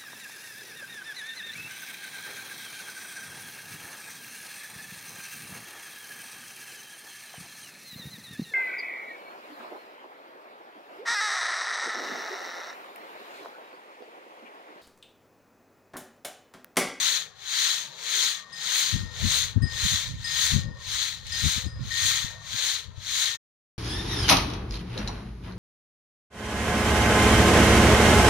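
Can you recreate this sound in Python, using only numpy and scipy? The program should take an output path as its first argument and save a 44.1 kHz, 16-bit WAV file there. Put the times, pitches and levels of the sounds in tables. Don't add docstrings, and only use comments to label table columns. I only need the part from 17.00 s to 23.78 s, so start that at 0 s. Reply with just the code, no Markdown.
import sys
import numpy as np
from scipy import signal
from scipy.fft import irfft, next_fast_len
from scipy.io import wavfile
from scipy.ndimage import uniform_filter1d

SR = 44100
rng = np.random.default_rng(int(sys.argv[2]) if len(sys.argv) > 2 else 0)


def wav_out(sig):
    wavfile.write(sys.argv[1], SR, np.round(np.clip(np.atleast_2d(sig).T, -1, 1) * 32767).astype(np.int16))


N = 298997
TIME = np.arange(N) / SR

# t/s of peak flow, level/dB, duration factor, treble gain/dB at the wall
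SLIDE_EVENTS = [(0.086, -25, 1.04, -0.5), (0.644, -25.5, 1.038, -0.5), (1.23, -25.5, 1.057, 1),
                (1.783, -25.5, 1.06, 4), (2.363, -25.5, 0.94, 1.5), (2.896, -26.5, 0.97, 0.5),
                (3.457, -25.5, 1.013, 2.5), (3.992, -29, 0.87, -2.5), (4.498, -27.5, 1.022, 1),
                (5.077, -25.5, 1.05, 3.5), (5.676, -27.6, 1.007, 1), (6.203, -26.5, .89, 1)]


def flow(out_s=(0.17, 0.12), back_s=(0.15, 0.17), rest_db=-61):
    power = np.full(N, amp(rest_db) ** 2)
    for k, (s, db, stretch, _) in enumerate(SLIDE_EVENTS):
        rise, fall = back_s if k % 2 else out_s
        from_peak = (TIME - s) / (stretch * np.where(TIME < s, rise, fall))
        power += amp(db - 10 * np.minimum(from_peak ** 2, 20)) ** 2
    return 10 * np.log10(power)


def impacts(flow_db, peak_per_s=19000, spread_db=2.5, rubbing=0.7):
    per_s = peak_per_s * amp(0.5 * (flow_db - flow_db.max()))
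    strength = amp(spread_db * np.minimum(rng.exponential(1, N), 4.5))
    struck = rng.random(N) < per_s / SR
    bearing = rng.uniform(0, 2 * np.pi, N)
    port_weights = np.array([np.cos(bearing), np.sin(bearing)])
    clicks = unit(strength * struck / np.sqrt(per_s) * port_weights)
    return unit(clicks + rubbing * rng.standard_normal((2, N)))


# f/Hz, left level/dB, right level/dB
SWISH_SPECTRUM = [(300, -34.5, -41), (580, -33, -36.5), (910, -20.5, -28.0), (1520, -13, -21),
                  (1870, -9, -12.5), (2823, -12.5, -20.5), (3180, -3.5, -18), (4114, 1, -11),
                  (5120, -16, -17), (6580, -2.5, -13.5), (6935, -9, -10), (7730, -21, -16),
                  (9980, -23, -23), (11200, -34.5, -30), (12700, -27.5, -35), (15400, -19.5, -38)]
# f/Hz, coherence (0-1)
SWISH_COHERENCE = [(200, 0.58), (1300, 0.8), (2500, 0.74), (4000, 0.49), (7000, 0.22), (15000, .15)]
# f/Hz, lead of the left port/rad
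PORT_PHASE = [(0, 0.5), (3960, -1.0), (5600, 0), (6890, -2.5), (11900, 0.3), (12700, -2.5), (15200, -9.5),
              (16400, -8.4)]


def grain_swish(level_db=5, dulling=0.24, patter=0.19, fizz_db=0.6, spray_s=0.035):
    flow_db = flow()
    hz, t, z = spectra(impacts(flow_db), size=512)
    colour = amp([at_hz(SWISH_SPECTRUM, hz), at_hz(SWISH_SPECTRUM, hz, column=2)])
    colour *= hz ** 2 / (hz ** 2 + 200 ** 2)
    colour /= np.sqrt(np.mean(colour[0] ** 2))
    z = correlate(z, at_hz(SWISH_COHERENCE, hz)[:, None]) * colour[..., None]
    z[0] *= np.exp(1j * at_hz(PORT_PHASE, hz))[:, None]
    slack_db = np.interp(t, TIME, np.percentile(flow_db, 80) - flow_db)
    treble = np.clip((hz - 4500) / 4500, 0, 1)[:, None]
    bass = 1 / (1 + (hz / 1500) ** 4)[:, None]
    spray_db = sum(db * np.exp(-((t - s) / spray_s) ** 2) for s, *_, db in SLIDE_EVENTS)
    tilt_db = treble * (fizz_db + spray_db - dulling * slack_db)
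    tilt_db += patter * bass * slack_db
    avalanche_db = 0.48 * patches(z.shape[1:], size=(200, 4))
    flicker_db = 1.23 * patches(z.shape[1:], size=(8, 8))
    z *= amp(tilt_db + avalanche_db + flicker_db)
    return amp(level_db + flow_db) * waves(z, size=512)


# f/Hz, level/dB, base T60/s, left minus right/dB, weight of a knock's sharp part (0-1)
RIM_MODES = [(1826, -15.5, 4.8, 2, 0), (1848, -1.06, 1.87, 11, 0.01), (3097, -17.5, .3, 2, 1),
             (5002, 3.5, 0.82, 9, 1), (5030, -7.5, 1.47, 14.5, .5), (8400, -10.5, 0.21, -18.5, 0.97),
             (8947, -16.5, .27, -16, 0.97), (9986, -14.5, 0.22, -7, 0.98)]
# t/s, blunt level/dB, sharp level/dB, T60 factor set by the grip, rattle level/dB
RIM_KNOCKS = [(1.271, -49, -67, 1.8, -53.5), (1.525, -46, -46, 1, -54), (1.908, -45.5, -51.5, 0.95, -50),
              (2.62, -37.5, -41, 1, -43), (3.242, -35.5, -36.5, 0.9, -47), (3.801, -59.5, -65, 1.54, -51),
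              (4.265, -65.5, -61.5, 0.62, -32), (4.319, -36.5, -35.5, .6, -48),
              (4.658, -70.5, -52.5, 1.5, -56), (4.905, -32, -47, 0.72, -48),
              (6.266, -40.5, -55, 1.05, -45.5)]


def rim_ring(contact_s=0.0023, stir_db=-55, stir_tilt_db=-14, smother=0.23):
    t = TIME[:2 * SR]
    attack = 1 - np.exp(-t / contact_s)
    flow_db, out = flow(), np.zeros((2, N))
    for hz, db, t60, side_db, sharp in RIM_MODES:
        tone = amp(db) * np.sin(2 * np.pi * hz * TIME)
        envelope = np.zeros(N)
        for s, blunt_db, sharp_db, grip, _ in RIM_KNOCKS:
            strike_db = (1 - sharp) * blunt_db + sharp * sharp_db
            add(envelope, s, attack * amp(strike_db - 60 * t / (t60 * grip)))
        grain_force = amp(stir_db + sharp * stir_tilt_db + flow_db) * rng.standard_normal(N)
        impulse_response = tone[:len(t)] * amp(-60 * t / (t60 * smother))
        forced = signal.fftconvolve(grain_force, impulse_response)[:N]
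        out += amp([[side_db / 2], [-side_db / 2]]) * (envelope * tone + forced)
    return out


def kernel_rattle(t60_s=0.09, band_hz=(2200, 7000), right_db=-3):
    t, bursts = TIME[:SR // 4], np.zeros((2, N))
    for s, *_, db in RIM_KNOCKS:
        add(bursts, s, amp(db - 60 * t / t60_s) * rng.standard_normal((2, len(t))))
    band = signal.butter(2, band_hz, "bandpass", fs=SR, output="sos")
    return signal.sosfilt(band, bursts) * amp([[0], [right_db]])


# t/s, level/dB, Gaussian width/s, port (0 left, 1 right)
WIND_GUSTS = [(1.951, -18.5, 0.014, 0), (2.027, -27.5, .03, 0), (2.253, -19, 0.024, 0),
              (2.574, -11, .0085, 0), (2.637, -16, 0.02, 0), (2.851, -22.5, 0.014, 1),
              (2.94, -26.5, 0.018, 1), (3.125, -31.5, .05, 1), (3.56, -16, 0.025, 0), (3.6, -37, 0.083, 1),
              (3.668, -27, 0.035, 0), (4.459, -17, 0.018, 0), (4.577, -25, 0.0095, 0),
              (4.663, -22, .014, 0), (4.819, -27.5, 0.031, 1), (5.054, -30, 0.026, 1),
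              (5.251, -28.5, 0.0089, 0), (5.548, -32.5, 0.0086, 0), (5.89, -37, 0.025, 0),
              (5.986, -32, 0.0088, 0)]
# t/s, level/dB
BREEZE_LEVEL = [(0, -60), (.5, -68), (1.88, -71), (1.94, -40.5), (2.45, -38.5), (4.0, -44.5), (4.8, -39.5),
                (5.45, -45.5), (5.7, -58.5), (6.0, -44), (6.36, -56.5)]


def wind(breeze_db=-1, right_db=-3, hard_db=-17, flurry_db=3):
    push = np.zeros((2, N))
    for s, db, width, port in WIND_GUSTS:
        push[port] += amp(db) * np.exp(-0.5 * ((TIME - s) / width) ** 2)
    soft = eddies(low_hz=45.5, top_hz=116, steepness=12)
    hard = eddies(low_hz=49, top_hz=182.5, steepness=7.9)
    hardness = push / (push + amp(hard_db))
    buffet = np.sqrt(1 - hardness) * soft + np.sqrt(hardness) * hard
    local_power = uniform_filter1d(buffet ** 2, size=1300, axis=1)
    buffet /= np.sqrt(local_power + 0.081)
    breeze = amp(breeze_db + at_times(BREEZE_LEVEL)) * eddies(low_hz=38.5, top_hz=115.5, steepness=8.9)
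    flurries = unit(uniform_filter1d(rng.standard_normal((2, N)), size=3000, axis=1))
    return push * buffet + breeze * amp(flurry_db * flurries) * amp([[0], [right_db]])


def eddies(low_hz, top_hz, steepness):
    hz = np.fft.rfftfreq(next_fast_len(N), 1 / SR)
    band = (hz ** 2 / (hz ** 2 + low_hz ** 2)) ** 2 / np.sqrt(1 + (hz / top_hz) ** steepness)
    real, imaginary = rng.standard_normal((2, 2, len(hz)))
    return unit(irfft((real + 1j * imaginary) * band)[:, :N])


# f/Hz, relative level/dB
AMBIENT_SPECTRUM = [(40, -11.5), (100, 0), (160, 4), (260, -11), (370, -5.5), (520, 3.5), (700, -5.5),
                    (1000, 1.5), (1500, -6.5), (2500, -17), (5000, -23.5), (9000, -37.5), (15000, -52.5)]
# t/s, level/dB
AMBIENT_LEVEL = [(0, -46), (.48, -56), (.8, -50), (1.45, -53), (1.7, -48.5), (2.85, -49.5), (3.2, -56),
                 (3.55, -49.5), (4.25, -59), (4.55, -49.5), (5.6, -50.5), (5.9, -56)]


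def outdoors(level_db=-0.5, right_db=-6, coherence=0.33, drift_db=4):
    hz, _, z = spectra(rng.standard_normal((2, N)), size=2048)
    colour_db = at_hz(AMBIENT_SPECTRUM, hz)[:, None] + drift_db * patches(z.shape[1:], size=(6, 16))
    noise = unit(waves(correlate(z, coherence) * amp(colour_db), size=2048))
    return amp(level_db + at_times(AMBIENT_LEVEL)) * noise * amp([[0], [right_db]])


def amp(db):
    return 10 ** (np.asarray(db) / 20)


def unit(x):
    return x / np.sqrt(np.mean(x ** 2) + 1e-20)


def at_times(rows):
    return np.interp(TIME, *np.transpose(rows))


def at_hz(rows, hz, column=1):
    rows = np.asarray(rows)
    return np.interp(np.log(hz + 1), np.log(rows[:, 0] + 1), rows[:, column])


def spectra(x, size):
    return signal.stft(x, SR, nperseg=size, noverlap=size * 3 // 4)


def waves(z, size):
    return signal.istft(z, SR, nperseg=size, noverlap=size * 3 // 4)[1][..., :N]


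def patches(shape, size):
    across_bins = uniform_filter1d(rng.standard_normal(shape), size[0], axis=0)
    return unit(uniform_filter1d(across_bins, size[1], axis=1))


def correlate(z, coherence):
    return np.array([z[0], coherence * z[0] + np.sqrt(1 - coherence ** 2) * z[1]])


def add(mix, s, sound):
    part = mix[..., round(s * SR):][..., :sound.shape[-1]]
    part += sound[..., :part.shape[-1]]


def scene():
    return grain_swish() + rim_ring() + kernel_rattle() + wind() + outdoors()


def record(dry, stop_s=6.372, fade_s=0.019, cutoff_hz=15600):
    gate = np.clip((stop_s - TIME) / fade_s, 0, 1)
    lowpass = signal.firwin(701, cutoff_hz, window=("kaiser", 9), fs=SR)
    return signal.oaconvolve(dry * gate, lowpass[None], "same")


dry = scene()
out = record(dry)
wav_out(out)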